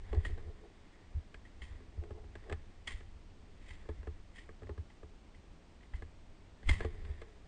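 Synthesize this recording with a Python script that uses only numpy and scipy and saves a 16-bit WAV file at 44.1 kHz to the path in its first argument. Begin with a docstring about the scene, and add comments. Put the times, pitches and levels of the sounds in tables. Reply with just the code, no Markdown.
"""Skis and bindings clack and ring as a skier shuffles on the spot on packed snow, heard at a body-worn camera.
Blows and short bursts of clicks excite resonances of boot, ski and binding; the bases rub as noisy, humming slips.
Pole tips crack the crust with bursts that ring in the shaft, and the snow crunches as clumps of random snaps.
Each move jolts the camera mount with low swinging thumps; shaped noise makes the light wind and the open air."""
import sys
import numpy as np
from scipy import signal
from scipy.fft import rfft, irfft
from scipy.io import wavfile

SR = 44100
rng = np.random.default_rng(int(sys.argv[2]) if len(sys.argv) > 2 else 0)


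def digitize_waveform(pressure):
    """Quantize a signal to 16-bit integers and store it at the path in sys.argv[1].

    Rows of a 2-D input are taken as channels; values are limited to [-1, 1].
    """
    field = np.atleast_2d(pressure).T
    bounded = np.clip(field, -1, 1)
    quanta = np.round(bounded * 32767).astype(np.int16)
    wavfile.write(sys.argv[1], SR, quanta)


N = 329427
TIME = np.arange(N) / SR
HIT_TIME = TIME[:SR // 4]

# Event levels are faders ahead of the layer trims in scene(); resonance and spectrum levels are relative.
# a ski is set down: [t/s, level/dB, hardness (0 flat on soft snow, 1 sharp rap on the binding),
# level of the weight behind it/dB]
SKI_CONTACTS = [(0.129, -28.5, 0.15, -41), (0.147, -41, 0.73, -68), (0.377, -41, 0.34, -54),
                (1.342, -41, 1, -58), (1.803, -48, 0.26, -64), (1.976, -50, 0.15, -38),
                (2.036, -42, 0.38, -62), (2.106, -37.5, 0.15, -45.5), (2.24, -47.5, .3, -50.5),
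                (2.353, -37, 0.72, -53), (2.496, -35, 0.75, -51), (2.514, -38, 0.44, -40),
                (2.524, -28.5, 0.7, -45), (3.006, -44.5, 0.73, -60), (3.854, -48, 0.39, -62),
                (3.889, -32.5, 0.2, -41.5), (4.029, -45.5, 0.56, -55), (4.071, -34.5, 0.28, -41.5),
                (4.49, -39.5, 0.56, -55.5), (4.62, -44, 0.13, -46), (4.631, -44, .5, -45),
                (4.669, -45.5, 0.58, -54), (4.692, -34, 0.17, -43.5), (4.777, -41, 0.41, -41.5),
                (5.03, -42, 0.17, -53), (6.021, -37.5, 0.7, -48), (6.629, -45.5, 0.78, -52.5),
                (6.805, -26.5, 0.67, -52), (6.847, -27, 0.23, -37), (7.049, -46, .85, -58),
                (7.216, -36, 0.55, -60)]
# resonances of the boot: [f/Hz, width/Hz, level/dB]
BOOT_MODES = [(211, 66, -15.5), (260.5, 24, -7.5)]
# ringing of the ski, before detuning and damping: [f/Hz, width/Hz, level/dB]
SKI_RING_MODES = [(348.7, 31, -3), (431.5, 38, 3), (560, 250, -9)]
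# clack of the ski, before detuning and damping: [f/Hz, width/Hz, level/dB]
SKI_CLACK_MODES = [(613, 110, 1), (828, 64, 3), (1050, 130, 1.5), (1246, 200, -1)]
# rattle of the binding: [f/Hz, width/Hz, level/dB]
BINDING_MODES = [(1677, 133, 5.5), (2050, 490, -3.5), (2730, 500, -8), (3390, 490, -12.5), (4260, 490, -16),
                 (7950, 600, -22.5)]
# the ski base is pushed over the snow: [t of greatest force/s, level/dB, rise/s, fall/s]
BASE_PUSHES = [(0.15, -49, 0.041, 0.051), (0.31, -57.5, 0.039, 0.013), (0.39, -58, 0.018, 0.044),
               (0.485, -54.5, 0.035, 0.036), (0.642, -54.5, 0.019, 0.036), (2.05, -55, 0.038, 0.042),
               (2.165, -56, 0.03, 0.055), (2.52, -43, 0.026, 0.0043), (6.92, -61.5, 0.11, 0.25)]
# hum of the rubbed ski: [f/Hz, width/Hz, level/dB]
BASE_HUM_MODES = [(341.5, 17, -5), (421.4, 20, 2), (549, 320, -16), (707, 182, -12.5)]
# a pole is planted: [t/s, level/dB, brightness/dB, f of the shaft/Hz, level of the snow packing under
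# the basket/dB, build-up of the packing/s, level of the weight on the pole/dB]
POLE_PLANTS = [(0.2493, -30.5, -6, 1860, -56, 0.018, -43), (1.4513, -49.5, -6, 2020, -72, .01, -76),
               (1.618, -42.5, 2.5, 2050, -55.5, 0.0083, -51), (2.8733, -31.5, 7, 2000, -46.5, 0.0083, -58),
               (3.706, -44.5, -7, 2120, -59, 0.056, -53), (4.357, -50, 3, 1990, -59.5, 0.021, -74),
               (4.3821, -42.5, -3, 1950, -66.5, 0.014, -69), (4.901, -53.5, -2, 1976, -71, .01, -76),
               (5.3448, -56, -2, 2000, -75, .01, -62.5), (5.8066, -58.5, -6, 2020, -78, .01, -65),
               (5.8308, -54.5, -10, 2050, -83, .01, -67), (5.9359, -44, -7, 2024, -62.5, .004, -45.5),
               (6.6893, -21.5, 2, 2067, -40.5, 0.016, -31)]
# lower shaft resonances, listed for a shaft at SHAFT_HZ: [f/Hz, width/Hz, level/dB]
SHAFT_LOW_MODES = [(1908, 56, 6.5), (2110, 130, -21), (2016, 49, 8)]
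# upper shaft resonances: [f/Hz, width/Hz, level/dB]
SHAFT_HIGH_MODES = [(2450, 130, -21), (3186, 190, 18), (3430, 195, 13), (4120, 360, -12)]
# low crack of the crust: [f/Hz, width/Hz, level/dB]
CRUST_MODES = [(252, 89, 0), (570, 980, -9), (1066, 130, -0.5), (1270, 52, -18)]
# icy fizz: [f/Hz, width/Hz, level/dB]
ICE_MODES = [(4150, 210, 6.5), (4940, 300, 4), (5140, 3900, -7.5), (7600, 660, -4), (8610, 190, -3.5)]
# what a plant sends up the arm: [f/Hz, width/Hz, level/dB]
ARM_MODES = [(136, 39, 0), (230, 180, -3.5)]
# squeak of packing snow: [f/Hz, width/Hz, level/dB]
SNOW_MODES = [(1983, 176, 5), (2640, 210, -5.5), (3085, 310, -5), (4640, 430, -10)]
# faint drags over the snow: [t of greatest force/s, level/dB, rise/s, fall/s]
SNOW_DRAGS = [(0.11, -63, .07, 0.28), (0.85, -75, 0.24, 0.91), (1.73, -67, .06, .08),
              (2.45, -69.5, 0.095, 0.24), (3.8, -70, 0.16, 0.37), (5.95, -77, 0.059, 0.11),
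              (6.825, -52.5, .03, 0.031), (7.08, -65.5, 0.31, 0.23)]
# tone of the dragging rasp: [f/Hz, width/Hz, level/dB]
RASP_MODES = [(1860, 340, 3), (2200, 870, -6.5), (3490, 550, -10.5)]
# the body shifts its weight without a knock: [t/s, level of the bounce/dB, sway against the bounce/dB]
BODY_SHIFTS = [(0.104, -40.5, 0), (0.163, -33, -0.5), (0.297, -40.5, 2), (0.454, -45.5, -20),
               (1.145, -35, -6), (1.706, -48, 1.5), (2.932, -49.5, 7), (3.974, -48.5, 3),
               (6.656, -48.5, 14.5), (7.024, -45, -21), (7.087, -39, -4)]
# light wind: [t/s, level of the rumble/dB]
BREEZE = [(0.0, -53), (0.25, -49), (0.66, -63), (2.21, -54.5), (3.06, -57.5), (4.66, -60), (5.22, -60.5),
          (6.03, -65), (6.18, -66), (6.45, -62.5), (6.74, -56), (7.47, -58)]
# colour of the wind rumble: [f/Hz, level per Hz/dB]
WIND_SPECTRUM = [(15, 13), (30, 7.5), (55, 1.5), (95, 0), (125, -24), (200, -15.5), (320, -66)]
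# colour of the open air: [f/Hz, level per Hz/dB]
AIR_SPECTRUM = [(70, -34.5), (130, -3.5), (210, -4.5), (330, -6.5), (450, -12), (800, -14.5), (1500, -21),
                (2050, -21.5), (2700, -23), (4800, -28), (7000, -33), (9000, -35.5), (9600, -83)]

SOFT_DAMPING = 0.4  # ring width of the softest contact, as a share of that of the hardest rap
THUD_WEIGHT_SHARE = 0.45  # how far the boot's thud follows the weight instead of the knock level
CRACK_WEIGHT_SHARE = 0.33  # how far the crust's crack follows the weight instead of the plant level
SHAFT_HZ = 2000
PACK_DELAY_S, PACK_FALL_S = 0.012, 0.035  # the snow packs hardest just after the tip goes in
SETTLE_DB, SETTLE_S, SETTLE_UNEVEN_DB = -18.5, 0.11, 2.5  # then loose crystals settle in clumps
MOUNT_HZ = 74.6  # bounce of the camera on its mount
JOLT_LEAD_S = 0.0032  # a jolt starts ahead of the listed contact
LEG_SWAY_DB, ARM_SWAY_DB = -12.5, 4  # a pole plant rocks the body more than a step
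STIR_DB, STIR_RISE_S, STIR_FALL_S = -2.5, 0.019, 0.15  # air stirred by a plant, against its weight
CUTOFF_HZ = 9700


def ski_knocks(thud_db, ring_db, clack_db, click_db):
    """The blow rings boot and ski; harder contacts ring less, damp faster and chatter more at the binding."""
    out = np.zeros(N)
    for s, level, hardness, weight in SKI_CONTACTS:
        damping = SOFT_DAMPING + (1 - SOFT_DAMPING) * hardness
        chatter = contact(rise_s=0.00016, hold_s=0.00078, fall_s=0.0047, tail_db=-24.0, tail_s=0.029)
        blow = np.exp(-HIT_TIME / 0.0033) + 0.033 * chatter

        thud = resonate(blow, BOOT_MODES)
        ring = resonate(blow, detuned(SKI_RING_MODES, 0.032, damping))
        clack = resonate(chatter, detuned(SKI_CLACK_MODES, 0.026, damping))
        click = high_pass(resonate(chatter, BINDING_MODES), 810)

        add(out, s, hit_level(thud, level + THUD_WEIGHT_SHARE * (weight - level) + thud_db))
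        add(out, s, hit_level(ring, level - 12 * hardness + ring_db))
        add(out, s, hit_level(clack, level + clack_db))
        add(out, s, hit_level(click, level + 15.4 * hardness + click_db))
    return out


def ski_rub(force, judder_db):
    """The base slips over the snow in random snaps of drifting strength that keep the ski humming."""
    slips = grains(N, per_s=1400, spread_db=2.5) * from_db(judder_db * drift(27))
    return force * rms_one(resonate(slips, BASE_HUM_MODES))


def pole_stabs(low_db, high_db, crack_db, fizz_db, thud_db, lead_s):
    """The tip cracks the crust in a burst of fractures that ring in the shaft and thud up the arm."""
    out = np.zeros(N)
    for s, level, bright, pitch, *_, weight in POLE_PLANTS:
        fractures = contact(rise_s=0.0013, hold_s=0.0075, fall_s=0.0013, tail_db=-19, tail_s=0.046)
        tuned = [(hz * pitch / SHAFT_HZ, width, db) for hz, width, db in SHAFT_LOW_MODES]

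        shaft_low = high_pass(resonate(fractures, tuned), 1500)
        shaft_high = high_pass(resonate(fractures, SHAFT_HIGH_MODES), 2700)
        crack = resonate(fractures, CRUST_MODES)
        fizz = high_pass(resonate(fractures, ICE_MODES), 6000)
        thud = resonate(fractures, ARM_MODES)

        # icy spots are brighter; a heavier lean gives a stronger crack
        shaft = hit_level(shaft_low, level + low_db)
        shaft += hit_level(shaft_high, level + bright + high_db)
        crust = hit_level(crack, level + CRACK_WEIGHT_SHARE * (weight - level) + crack_db)
        crust += hit_level(fizz, level + bright + fizz_db)
        add(out, s - lead_s, shaft + crust + hit_level(thud, weight + thud_db))
    return out


def packing():
    """Force on the snow under the basket: after each plant it peaks, eases off and settles unevenly."""
    press = [(s + PACK_DELAY_S, db, rise, PACK_FALL_S) for s, *_, db, rise, _ in POLE_PLANTS]
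    settle = load([(s, db + SETTLE_DB, rise, SETTLE_S) for s, db, rise, _ in press])
    return load(press) + settle * from_db(SETTLE_UNEVEN_DB * drift(23))


def snow_crunch(force, modes, crack_db, fizz_db, clump_db):
    """Crystals give way in clumps of snaps; the low crack of deeper layers grows faster than the force."""
    snaps = grains(N, per_s=3000, spread_db=2.5) * from_db(clump_db * drift(66))
    squeak = rms_one(high_pass(resonate(snaps, modes), 1600))
    depth = (force / force.max()) ** 0.22
    crack = from_db(crack_db) * depth * rms_one(resonate(snaps, CRUST_MODES))
    fizz = from_db(fizz_db) * rms_one(high_pass(resonate(snaps, ICE_MODES), 6000))
    return force * (squeak + crack + fizz)


def mount_jolts(bounce_db, strap_db, sway_db):
    """At each step, plant or shift the camera bounces, its straps shudder, and it rocks slower with the body."""
    out = np.zeros(N)
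    strap_band = signal.butter(2, [78, 104], "band", fs=SR, output="sos")
    steps = [(s - JOLT_LEAD_S, weight, LEG_SWAY_DB) for s, *_, weight in SKI_CONTACTS]
    plants = [(s - JOLT_LEAD_S, weight, ARM_SWAY_DB) for s, *_, weight in POLE_PLANTS]
    for s, db, rock in steps + plants + list(BODY_SHIFTS):
        straps = rms_one(signal.sosfilt(strap_band, rng.standard_normal(len(HIT_TIME))))
        shake = swing(MOUNT_HZ) + from_db(strap_db) * straps
        sway = swing(hz=rng.uniform(29, 59.4))
        add(out, s, from_db(db + bounce_db) * swell(rise_s=0.02) * shake)
        add(out, s, from_db(db + rock + sway_db) * swell(rise_s=0.016) * sway)
    return out


def wind(breeze_db):
    """Low noise on the microphone, driven by the breeze and by the air stirred when leaning on a pole."""
    s, level_db = np.transpose(BREEZE)
    breeze = from_db(np.interp(TIME, s, level_db) + breeze_db)
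    stir = load([(s, weight + STIR_DB, STIR_RISE_S, STIR_FALL_S) for s, *_, weight in POLE_PLANTS])
    return (breeze + stir) * rms_one(high_pass(coloured_noise(WIND_SPECTRUM), 15.2))


def open_air(level_db):
    """A steady bed of shaped noise for the open air."""
    return from_db(level_db) * coloured_noise(AIR_SPECTRUM)


def contact(rise_s, hold_s, fall_s, tail_db, tail_s):
    """A contact builds up and chatters in random clicks for a few ms, then loose snow settles."""
    grip = np.exp(-np.maximum(HIT_TIME - hold_s, 0) / fall_s)
    settling = from_db(tail_db) * np.exp(-HIT_TIME / tail_s)
    onset = 1 - np.exp(-HIT_TIME / rise_s)
    return (grip + settling) * onset * grains(len(HIT_TIME), per_s=7000, spread_db=0.0)


def detuned(modes, spread, damping):
    """Each place of contact shifts the resonances a little at random; damping scales their widths."""
    return [(hz * (1 + spread * rng.standard_normal()), width * damping, db) for hz, width, db in modes]


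def resonate(x, modes):
    """Parallel two-pole resonances with alternating signs."""
    out = 0
    for k, (hz, width, db) in enumerate(modes):
        r = np.exp(-np.pi * width / SR)
        poles = [1, -2 * r * np.cos(2 * np.pi * hz / SR), r * r]
        gain = (-1) ** k * from_db(db) * (1 - r * r) / 2
        out = out + gain * signal.lfilter([1, 0, -1], poles, x + 1e-18)
    return out


def grains(size, per_s, spread_db):
    """Random clicks of either sign; spread_db makes some of them stronger."""
    born = rng.random(size) < per_s / SR
    sign = rng.choice([-1, 1], size)
    return born * sign * from_db(spread_db * np.minimum(rng.exponential(1, size), 4))


def load(rows):
    """Weight comes on and eases off again, exponentially on both sides of its peak."""
    total = 0
    for s, db, rise, fall in rows:
        total = total + from_db(db) * np.exp(-np.maximum((s - TIME) / rise, (TIME - s) / fall))
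    return total


def swell(rise_s):
    """A smooth rise to 1 and a longer fall."""
    age = HIT_TIME / rise_s
    return age ** 2 * np.exp(2 * (1 - age))


def swing(hz):
    """A steady swing that starts anywhere in its cycle."""
    return np.sin(2 * np.pi * (hz * HIT_TIME + rng.random()))


def drift(rate_hz):
    """Slow random wander with a spread of about 1, made at 1/40 of the sample rate."""
    r = np.exp(-80 * np.pi * rate_hz / SR)
    noise = rng.standard_normal(N // 40 + 2002)
    slow = signal.lfilter([1], [1, -2 * r, r * r], noise)[2000:]  # drop the run-in
    return np.interp(np.arange(N) / 40, np.arange(len(slow)), rms_one(slow))


def coloured_noise(spectrum):
    """Smooth noise with the given spectrum, at unit rms."""
    hz, db = np.transpose(spectrum)
    bins = np.maximum(np.fft.rfftfreq(N, 1 / SR), 1)
    gain = from_db(np.interp(np.log(bins), np.log(hz), db))
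    return rms_one(irfft(rfft(rng.standard_normal(N)) * gain, N))


def high_pass(x, hz):
    """Take away what lies under hz."""
    return signal.sosfilt(signal.butter(2, hz, "high", fs=SR, output="sos"), x)


def from_db(db):
    """Decibels to gain."""
    return 10 ** (np.asarray(db) / 20)


def rms_one(x):
    """Scale to unit rms."""
    return x / np.sqrt(np.mean(x ** 2) + 1e-20)


def hit_level(x, db):
    """Scale a hit so that its energy, spread over 10 ms, has this level."""
    return from_db(db) * x / np.sqrt(np.sum(x ** 2) / (0.01 * SR) + 1e-20)


def add(track, s, sound):
    """Mix a sound into the track at time s."""
    start = max(0, round(s * SR))
    track[start:start + len(sound)] += sound[:N - start]


def scene():
    """Mix skis, poles, snow, mount, wind and open air."""
    knocks = ski_knocks(thud_db=-14, ring_db=-6, clack_db=-20.0, click_db=-27.5)
    rub = ski_rub(load(BASE_PUSHES) + from_db(-78.0), judder_db=2.5)  # a faint rub never stops
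    stabs = pole_stabs(low_db=-9.5, high_db=-18.5, crack_db=-14, fizz_db=-27, thud_db=-16, lead_s=0.0018)
    crunch = snow_crunch(packing(), SNOW_MODES, crack_db=-5, fizz_db=-10, clump_db=2.0)
    rasp = snow_crunch(load(SNOW_DRAGS), RASP_MODES, crack_db=0.5, fizz_db=-15.5, clump_db=1.5)
    jolts = mount_jolts(bounce_db=5.0, strap_db=-12, sway_db=5.5)
    background = wind(breeze_db=5) + open_air(level_db=-63.5)
    return (knocks + rub + stabs + crunch + rasp + jolts + background)[None]


def record(dry):
    """A steep elliptic low-pass cuts the top."""
    return signal.sosfilt(signal.ellip(10, 0.3, 70, CUTOFF_HZ, fs=SR, output="sos"), dry)


dry = scene()
out = record(dry)
digitize_waveform(out)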